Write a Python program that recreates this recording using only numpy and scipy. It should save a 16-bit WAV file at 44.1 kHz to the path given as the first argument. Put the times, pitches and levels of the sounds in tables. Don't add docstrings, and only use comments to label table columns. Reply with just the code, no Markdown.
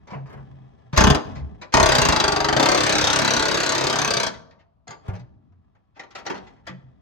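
import sys
import numpy as np
from scipy import signal
from scipy.fft import rfft
from scipy.io import wavfile
from scipy.ndimage import uniform_filter1d

SR = 44100
rng = np.random.default_rng(int(sys.argv[2]) if len(sys.argv) > 2 else 0)


def materialize(psi):
    bounded = np.clip(np.atleast_2d(psi).T, -1, 1)
    quanta = np.round(bounded * 32767).astype(np.int16)
    wavfile.write(sys.argv[1], SR, quanta)


N = 309141


def amp(db):
    return 10 ** (np.asarray(db) / 20)


def evened(x):
    return x / np.sqrt(np.mean(x ** 2) + 1e-20)


def read(points, hz):
    f, value = np.transpose(points)
    return np.interp(np.log(hz + 1), np.log(f + 1), value)


def curve(tables, t):
    total = 0
    for table in tables:
        s, *levels = np.transpose(table)
        total = total + np.array([amp(np.interp(t, s, db, -150, -150)) for db in levels])
    return total


# (frequency [Hz], coherence [0 to 1])
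COHERENCE = [(60, .93), (130, .65), (290, .4), (640, .3), (1410, .5), (3100, .3), (6800, .4), (15000, .85)]
# (frequency [Hz], left over right [dB])
BALANCE = [(60, 0), (150, 4), (380, 1.5), (950, 1), (2380, 2), (5980, 4.5), (15000, -1.5)]
# (frequency [Hz], lead of left [rad])
PHASE_LEAD = [(40, 2.5), (125, 0.86), (250, 1.5), (550, 2.16), (1460, 1.44), (4650, 1), (5000, -4),
              (5940, -5), (6720, -5.5), (8700, -5), (12300, 3), (16000, -7.5)]


def stereo_spectra(frames, size, colour_db):
    hz = np.fft.rfftfreq(size, 1 / SR)[:, None]
    a, b, c, d = rng.standard_normal((frames, len(hz), 4)).T
    same = np.clip(read(COHERENCE, hz), -1, 1)
    left = a + 1j * b
    right = same * left + np.sqrt(1 - same ** 2) * (c + 1j * d)
    right = right * np.exp(-1j * read(PHASE_LEAD, hz))
    lean = amp(read(BALANCE, hz) / 2)
    return hz, np.array([left * lean, right / lean]) * amp(read(colour_db, hz))


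def steady_noise(size, colour_db):
    z = stereo_spectra(4 * N // size + 5, size, colour_db)[1]
    return evened(signal.istft(z, nperseg=size, noverlap=3 * size // 4)[1][:, :N])


def dense_ring(colour_db, t60s, seconds):
    frames = int(seconds * SR / 64)
    hz, z = stereo_spectra(frames, size=256, colour_db=colour_db)
    t = np.maximum(np.arange(frames) - 2, 0) * 64 / SR
    t60 = read(t60s, hz)
    decay = amp(-60 * t / t60) / np.sqrt(t60)
    x = signal.istft(z * decay, nperseg=256, noverlap=192)[1][:, 128:]
    return x / np.linalg.norm(x.mean(0))


STATIONS = 1.1, 1.85, 2.25, 2.7, 3.05, 3.5, 4.0


def modes(table, length, s, spread, uneven_db):
    t, x = np.arange(length) / SR, 0
    for hz, t60, *db in table:
        shift, strength, swing = rng.standard_normal(3)
        level_db = np.interp(s, STATIONS[-len(db):], db) + uneven_db * strength
        turn = 2 * np.pi * hz * (1 + spread * shift) * t
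        side = (0.3 + 0.28 * swing) * np.array([[1], [-1]]) * np.cos(turn)
        x = x + amp(level_db - 60 * t / t60) / np.sqrt(t60) * (np.sin(turn) + side)
    x = x * np.minimum(t / 0.0006, 1) ** 2
    return x * amp(np.array([[1.2], [-1.2]])) / np.linalg.norm(x.mean(0))


def rattle(lengths, lumpy_db, rise, alike, colour_db, tick):
    t = np.arange(2600) / SR
    z = rng.standard_normal((len(lengths), 2, len(t)))
    fresh = np.sqrt(1 - alike ** 2)
    z[0] /= fresh
    z = signal.lfilter([fresh], [1, -alike], z, axis=0)
    lumps = amp(lumpy_db * evened(uniform_filter1d(z[:, 1], 40)))
    decay = np.exp(-t / lengths[:, None])
    runs = z[:, 0] * lumps * decay * np.minimum(t / rise, 1) ** 2
    weight = evened(amp(read(colour_db, np.fft.rfftfreq(len(t), 1 / SR))))
    runs = runs / np.sqrt(np.mean(abs(rfft(runs) * weight) ** 2, 1, keepdims=True))
    return (runs + tick * (t == t[12])) / np.sqrt(1 + tick ** 2)


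def strike(times, runs, db, body, spots):
    out = np.zeros((2, N))
    at = np.round(np.asarray(times) * SR).astype(int)
    for part in np.array_split(np.arange(len(at)), spots):
        start = at[part[0]]
        drive = np.zeros(at[part[-1]] - start + runs.shape[1])
        for k in part:
            drive[at[k] - start:][:runs.shape[1]] += amp(db[k]) * runs[k]
        rung = signal.fftconvolve(drive[None], body(times[part].mean()), axes=1)[:, :N - start]
        out[:, start:][:, :rung.shape[1]] += rung
    return out


# (frequency [Hz], decay time t60 [s])
RING = [(200, 0.36), (700, 0.23), (2000, 0.14), (5000, 0.077), (9000, 0.051), (15000, 0.03)]


def hits(s, lengths, db, colour_db, table, modes_db, spread, uneven_db, rise, alike, tick, size):
    def body(when):
        ring = dense_ring(colour_db, RING, seconds=0.4)
        return ring + amp(modes_db) * modes(table, ring.shape[1], when, spread, uneven_db)
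    runs = rattle(lengths, 2.3, rise, alike, colour_db, tick)
    return strike(s, runs, db, body, len(s) // size)


# (frequency [Hz], relative density [dB per Hz])
AIR = [(15, -42.5), (25, -6.5), (70, 8.5), (243, -22), (527, -25), (1200, -18), (1560, -33), (4270, -41.5),
       (12000, -65), (15600, -88.5), (22000, -120)]


def air():
    return amp(-65.5) * steady_noise(1024, AIR)


# (time [s], relative grit level [dB], rumble level [dB])
GRIT = [
    [(0.0, -58, -55.5), (0.344, -51, -44.5), (0.93, -56.5, -58)],
    [(1.25, -35, -34), (1.444, -50.5, -36.5), (1.735, -55.5, -57)],
    [(4.35, -55, -47), (4.71, -87, -68.5), (4.92, -89, -63), (5.06, -44, -55), (5.32, -71, -52),
     (5.96, -71.5, -71), (6.2, -54.5, -57), (6.45, -46, -52), (6.62, -61.5, -57), (7.01, -62.5, -55.5)],
]
# (frequency [Hz], relative density [dB per Hz])
GRIT_COLOUR = [(120, -44.5), (200, -20), (297, -3.5), (447, -25), (641, -8.5), (774, -11.5), (951, -20.5),
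               (5650, -40), (12000, -72.5), (15600, -99), (22000, -120)]
# (frequency [Hz], relative density [dB per Hz])
RUMBLE = [(25, -37), (45, -24), (65, -1), (130, -7.5), (250, -8.5), (400, -24.5), (800, -81)]


def grit():
    sizes = rng.standard_normal(N) * amp(2.2 * rng.exponential(1, N))
    grains = sizes * (rng.random(N) < 2500 / SR)
    ring = dense_ring(GRIT_COLOUR, [(200, 0.12), (5000, 0.05)], seconds=0.2)
    crunch, rumble = curve(GRIT, np.arange(N) / SR)
    low = steady_noise(2048, RUMBLE)
    crunching = signal.fftconvolve((evened(grains) * crunch)[None], ring, axes=1)[:, :N]
    return amp(-8.5) * crunching + rumble * low


# (time [s], relative crack or hiss level [dB], relative sheet level [dB], noise decay [s])
KNOCKS_AND_PUFFS = [(0.071, -43, -45, 0.011), (0.101, -40, -40.5, 0.016), (0.128, -43.5, -32.5, 0.02),
                    (0.166, -57, -54, 0.034), (0.258, -47, -47.5, 0.036), (0.297, -61, -45.5, 0.034),
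                    (0.328, -54, -44.5, 0.011), (0.372, -64, -49, 0.011), (0.928, -24.5, -32, 0.037),
                    (0.963, -7.5, -28, 0.11), (1.35, -35, -45, 0.031), (1.6135, -29, -39, 0.01),
                    (1.723, -16.5, -37.5, 0.053), (4.338, -35, -62, 0.0028), (4.871, -36, -42, 0.02),
                    (4.903, -33, -39.5, 0.016), (5.082, -44, -35.5, 0.012), (5.134, -45, -43, 0.012),
                    (5.15, -41, -52, 0.013), (5.192, -45.5, -66.5, 0.0087), (5.519, -70.5, -68, 0.0055),
                    (5.749, -63.5, -65, 0.0055), (5.964, -48, -49.5, 0.016), (5.9933, -29, -44, 0.0037),
                    (6.031, -41.5, -48, 0.0057), (6.104, -41, -86, 0.0077), (6.15, -25, -41, 0.015),
                    (6.183, -36, -43, 0.011), (6.251, -33.5, -43, 0.0096), (6.262, -22, -33.5, 0.008),
                    (6.298, -24.5, -27.5, 0.01), (6.341, -32, -39, 0.023), (6.375, -41, -49, 0.0042),
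                    (6.466, -42, -69, 0.011), (6.667, -25.5, -38, 0.015)]
# (frequency [Hz], relative density [dB per Hz])
KNOCK = [(1060, -10), (1800, -1), (2480, -7.5), (2760, -10), (3040, -9.5), (3290, -11), (4300, -11),
         (6460, -16.5), (8500, -37), (10500, -83), (15000, -105)]
# (frequency [Hz], relative density [dB per Hz])
SHEET = [(110, -50), (200, -0.5), (407, 2), (455, 2.5), (651, 1), (920, 3.5), (1230, -8), (1570, -8),
         (2600, -15.5), (3380, -32), (5720, -120)]
# (frequency [Hz], t60 [s], relative level at each of the last six stations [dB])
BIT = [(3780, 0.0029, -13.5, -16.5, -21, 9, 1, 0), (4000, 0.022, 1.5, 1.5, -3.5, -6, -5, -15),
       (4707, 0.048, 0, -3.5, -4.5, -13.5, -11, 0), (6113, 0.032, -9, -9, -11, -9.5, 1.5, -17),
       (6164, .035, -11, -17.5, -14, -23, -37, 2), (6640, 0.045, -12, -16, -15, -17, 3, -19.5)]
# (frequency [Hz], t60 [s], relative level at each of seven stations [dB])
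PANEL = [(304, 0.58, -13, -19, -14.5, -8, -4, -16.5, -27),
         (338, 0.11, -19.5, -18, -26.5, -1.5, -8, -32.5, -49),
         (412.3, 0.24, -3, -5.5, -0.5, -11.5, 3.5, -26.5, -3.5),
         (569.3, 0.13, -21, -17.5, -12.0, 2.5, -3.5, -6, -2.5),
         (644.7, 0.097, -8.5, -1, -2.5, -1.5, -1, 0.5, 5.5),
         (738.3, 0.13, -5, -12, -4.5, 1.5, -9, -15.5, -36),
         (807.5, 0.25, -11, -8, -4, -8.5, 4, -26.5, -17.0),
         (883.2, 0.113, -4.5, -3, -6.5, -24.5, -6, -1.5, 0.5), (933.5, 0.083, -14, -4, -5.5, -7, -4, -2, 4),
         (1060, 0.072, 1, -6.5, -10.5, -6, -11, 0, -22), (1156, 0.2, -11, -4.5, -11.0, -6.5, -6.5, -3.5, 3),
         (1452, 0.08, -9.5, -4.5, -12, -27, -1, 3, -5), (1559, 0.12, -8.5, -11.5, -16, -8.0, -6, -12, -0.5),
         (1857, 0.092, -22.5, -3, -15, -9.5, -12.5, -16, -18)]
# (frequency [Hz], t60 [s], relative level [dB])
STRIP = [(792, 0.13, 4), (1193, 0.15, 0), (1378, 0.17, 2.5), (1920, 0.16, 6), (2018, 0.11, 2),
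         (2240, 0.11, -11), (2750, .09, -23), (3274, 0.065, -7), (3640, 0.046, -15.5)]
# (time [s], relative level [dB])
CLANKS = [(4.8781, -39.5), (4.907, -40.5)]
# (frequency [Hz], t60 [s], relative level [dB])
STEEL = [(1168, .15, -3), (1600, .25, -17), (2070, .08, -7), (3290, .05, -11), (4270, .02, -10),
         (4845, .14, -16), (6700, .035, -4), (6772, .22, -17)]
LOOSE_S = 5.9


def knocks_and_puffs():
    s, crack_db, sheet_db, length = np.transpose(KNOCKS_AND_PUFFS)
    crack = 0
    for chosen, table, db in [(s < LOOSE_S, BIT, -20.0), (s >= LOOSE_S, STRIP, -0.5)]:
        crack = crack + hits(s[chosen], length[chosen], crack_db[chosen], KNOCK, table, modes_db=db,
                             spread=0.01, uneven_db=6.5, rise=0.0029, alike=0, tick=0.18, size=1)
    clang = hits(s, length, sheet_db, SHEET, PANEL, modes_db=-7.5,
                 spread=0.024, uneven_db=2.5, rise=0.0041, alike=0, tick=0.49, size=2)
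    s, db = np.transpose(CLANKS)
    runs = rattle(np.full(len(s), 0.003), 1.9, 0.00034, 0, KNOCK, tick=0.35)

    def steel(when):
        return modes(STEEL, SR // 3, when, spread=0.001, uneven_db=1.5)
    clank = strike(s, runs, db, steel, 1)
    return amp(16.5) * crack + amp(28.0) * clang + amp(27.5) * clank


# (frequency [Hz], t60 [s])
GARAGE = [(200, 0.31), (700, 1), (2000, 0.41), (5000, 0.45), (10000, 0.25)]


def garage(x):
    walls = dense_ring([(100, 0), (3000, -1.5), (10000, -4)], GARAGE, seconds=1)
    walls = np.pad(walls, ((0, 0), (300, 0)))
    return signal.fftconvolve(x.mean(0)[None], walls, axes=1)[:, :N]


# (time [s], mean frequency [Hz], level before wobble [dB], held [s])
THUMPS = [(0.122, 193, -35.5, 0.0052), (0.152, 136.6, -34.5, 0.098), (0.356, 135, -41.5, 0.089),
          (0.5, 131.4, -46, 0.17), (0.849, 125, -49.5, 0.053), (.932, 143, -22.5, 0.0024),
          (1.362, 138.6, -37, 0.065), (1.406, 67.3, -33, 0.066), (4.887, 122, -46, 0.011),
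          (5.086, 101.4, -23.5, 0.0039), (5.101, 178.3, -41.5, 0.093), (5.127, 103.4, -31, 0.016),
          (5.203, 122.5, -39.5, 0.027), (5.355, 100, -53.5, 0.027), (5.51, 88.2, -54, 0.086),
          (6.299, 187, -46.5, 0.1), (6.305, 303, -35, 0.012), (6.695, 133, -43.5, 0.092),
          (6.694, 181, -41.5, 0.067), (6.837, 131, -47, 0.06)]
SWELL_S, THUMP_T60_S = 0.00079, 0.15


def thumps():
    out, t = np.zeros((2, N)), np.arange(SR) / SR
    for s, hz, db, held in THUMPS:
        wobble = evened(uniform_filter1d(uniform_filter1d(rng.standard_normal(SR), 600), 600))
        decay_db = -60 * np.maximum(t - held, 0) / THUMP_T60_S
        shape = np.minimum(t / SWELL_S, 1) * amp(db + 0.82 * wobble + decay_db)
        turn = 2 * np.pi * np.cumsum(hz * (1 + 0.023 * wobble)) / SR
        tone = np.sqrt(2) * shape * np.sin(turn - [[0], [0.0064 * hz]])
        part = out[:, round(s * SR):][:, :SR]
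        part += tone[:, :part.shape[1]]
    return out


# (time [s], rate [blows per s])
PISTON = [
    [(0.9752, 31.6), (1.1, 31.86), (1.15, 11.01)],
    [(1.7388, 33.43), (1.9, 33.0), (2.1, 27.14), (2.3, 24.35), (2.46, 23.84), (2.55, 25.8), (2.59, 32.75),
     (2.7, 33.89), (3.3, 33.96), (3.45, 33.76), (4.06, 33.84), (4.12, 32.11), (4.22, 31.62), (4.268, 27.58)],
]


def blows():
    out = []
    for s, rate in map(np.transpose, PISTON):
        t = np.arange(s[0], s[-1], 1 / SR)
        turns = np.cumsum(np.interp(t, s, rate)) / SR
        out.append(np.interp(np.arange(int(turns[-1]) + 1), turns, t))
    return np.concatenate(out)


# (time [s], relative sheet level [dB], relative exhaust level [dB], shake [dB])
LOAD = [
    [(0.972, -15.5, -78, 1.9), (1.104, -16.5, -54, 1.5), (1.34, -38.5, -68, -47)],
    [(1.73, -9.5, -61, -9.5), (1.74, -15, -69, -1), (1.91, -21.5, -29.5, -4.5), (1.96, -22, -30.5, -8.5),
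     (2.56, -22, -42.5, -10.5), (2.61, -19, -34.5, -13.5), (2.81, -25.5, -31, -17.5),
     (4.04, -27.5, -35.5, -20), (4.28, -31, -43.5, -27), (4.42, -55, -82.5, -54)],
]
# (time [s], relative level [dB])
FORCE = [
    [(.97, -9.5), (1.01, -13), (1.1, -12.5), (1.155, -19)],
    [(1.73, -7.5), (1.77, -12), (1.95, -11), (2.24, -12.5), (2.4, -19), (2.47, -15.5), (2.56, -15),
     (2.6, -12.5), (2.7, -13.5), (3.0, -12.5), (3.5, -15), (4.22, -16.5), (4.275, -19)],
]
# (frequency [Hz], relative density [dB per Hz])
CRACK = [(1060, -1.5), (1800, -2), (2750, -7), (4050, -4.5), (4280, -4), (4660, -4), (5300, -8),
         (6310, -7.5), (7120, -14.5), (9130, -19.5), (10600, -44.5), (12500, -35.5), (14400, -26.5),
         (15500, -46.5), (16300, -75.5)]
JITTER_S, UNEVEN_DB = 0.00016, 0.8
CHATTER_S = 0.0035
ALIKE, CRACK_TICK, CLANG_TICK = 0.65, 0.8, 1.5


def chisel():
    s = blows()
    s = s + JITTER_S * rng.standard_normal(len(s))
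    crack_db = 20 * np.log10(curve(FORCE, s)[0]) + UNEVEN_DB * rng.standard_normal(len(s))
    sheet_db = 20 * np.log10(curve(LOAD, s)[0]) + 0.23 * rng.standard_normal(len(s))
    crack = hits(s, np.full(len(s), CHATTER_S), crack_db, CRACK, BIT, modes_db=-7.0,
                 spread=0.0067, uneven_db=4.0, rise=0.0008, alike=ALIKE, tick=CRACK_TICK, size=3)
    clang = hits(s, np.full(len(s), 0.003), sheet_db, SHEET, PANEL, modes_db=0.87,
                 spread=0.002, uneven_db=0.3, rise=0.00089, alike=ALIKE, tick=CLANG_TICK, size=3)
    return amp(20.5) * crack + amp(28.0) * clang


# (frequency [Hz], t60 [s], right lag [rad], level at 0 dB shake [dB], level change per dB of shake [dB])
PAN = [(65, 0.065, 0.95, -9, 1.32), (136, 0.11, 0.6, -19, 0.76), (190, 0.05, 1, -18.5, 3.5)]
DETUNE = 0.13


def flex():
    s, t, out = blows(), np.arange(SR // 5) / SR, np.zeros((2, N))
    chance = rng.standard_normal((len(s), len(PAN), 2))
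    for when, shake, draws in zip(s, curve(LOAD, s)[2], chance):
        for (hz, t60, lag, db, follow), (uneven, shift) in zip(PAN, draws):
            decay = amp(db + 4.7 * uneven - 60 * t / t60)
            shape = np.minimum(t / 0.0056, 1) * shake ** follow * decay
            turns = hz * (1 + DETUNE * shift * (PAN[0][0] / hz) ** 2) * t
            tone = np.sqrt(2) * shape * np.sin(2 * np.pi * turns - [[0], [lag]])
            out[:, round(when * SR):][:, :len(t)] += tone
    return out


def stroke(depth, recovery):
    t, s = np.arange(N) / SR, blows()
    since = t - s[np.maximum(np.searchsorted(s, t) - 1, 0)]
    busy = (since > 0) & (since < 0.045)
    pulse = 1 + depth - 2 * depth * np.exp(-abs(since) / recovery)
    return uniform_filter1d(np.where(busy, pulse, 1), 130)


# (frequency [Hz], relative density [dB per Hz])
EXHAUST = [(500, -14), (1500, 8.5), (3000, 2), (6000, -5), (8000, -18.5), (10500, -31), (14000, -28),
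           (16000, -44)]


def exhaust():
    hiss = steady_noise(256, EXHAUST)
    flow = curve(LOAD, np.arange(N) / SR)[1]
    return amp(-1.5) * hiss * flow * stroke(depth=0.9, recovery=0.004)


# (time [s], length [s], relative level [dB], low-pass edge [Hz])
SCRAPES = [(4.486, 0.058, -65.5, 3980), (4.573, 0.06, -67, 1980), (5.939, 0.047, -64.5, 2510),
           (6.332, 0.056, -62, 4000), (6.523, 0.092, -75, 2510), (6.649, 0.014, -64, 2014)]


def scrapes():
    out = np.zeros((2, N))
    for s, length, db, hz in SCRAPES:
        t = np.arange(0, length, 1 / SR)
        grains = rng.standard_normal(len(t)) * amp(3.75 * rng.exponential(1, len(t)))
        friction = evened(signal.lfilter(*signal.butter(1, hz, fs=SR), grains))
        drag = friction * np.sin(np.pi * t / length) ** 2
        ring = dense_ring(KNOCK, RING, seconds=0.3)
        if s >= LOOSE_S:
            ring = ring + amp(-6.0) * modes(STRIP, ring.shape[1], s, spread=0.012, uneven_db=3.0)
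        rung = amp(db) * signal.fftconvolve(drag[None], ring, axes=1)
        start = round(s * SR)
        out[:, start:][:, :rung.shape[1]] += rung[:, :N - start]
    return out


def scene():
    low_cut = signal.butter(3, 75, "high", fs=SR, output="sos")
    work = signal.sosfilt(low_cut, chisel() + exhaust() + knocks_and_puffs() + scrapes())
    return air() + grit() + work + amp(-16.0) * garage(work) + thumps() + flex()


def record(dry):
    thinned = signal.sosfilt(signal.butter(3, 39.8, "high", fs=SR, output="sos"), dry)
    held = 1.346 * np.tanh(thinned / 1.393)
    band = signal.firwin(511, 16100, window=("kaiser", 9), fs=SR)
    return signal.oaconvolve(held, band[None], "same")


dry = scene()
out = record(dry)
materialize(out)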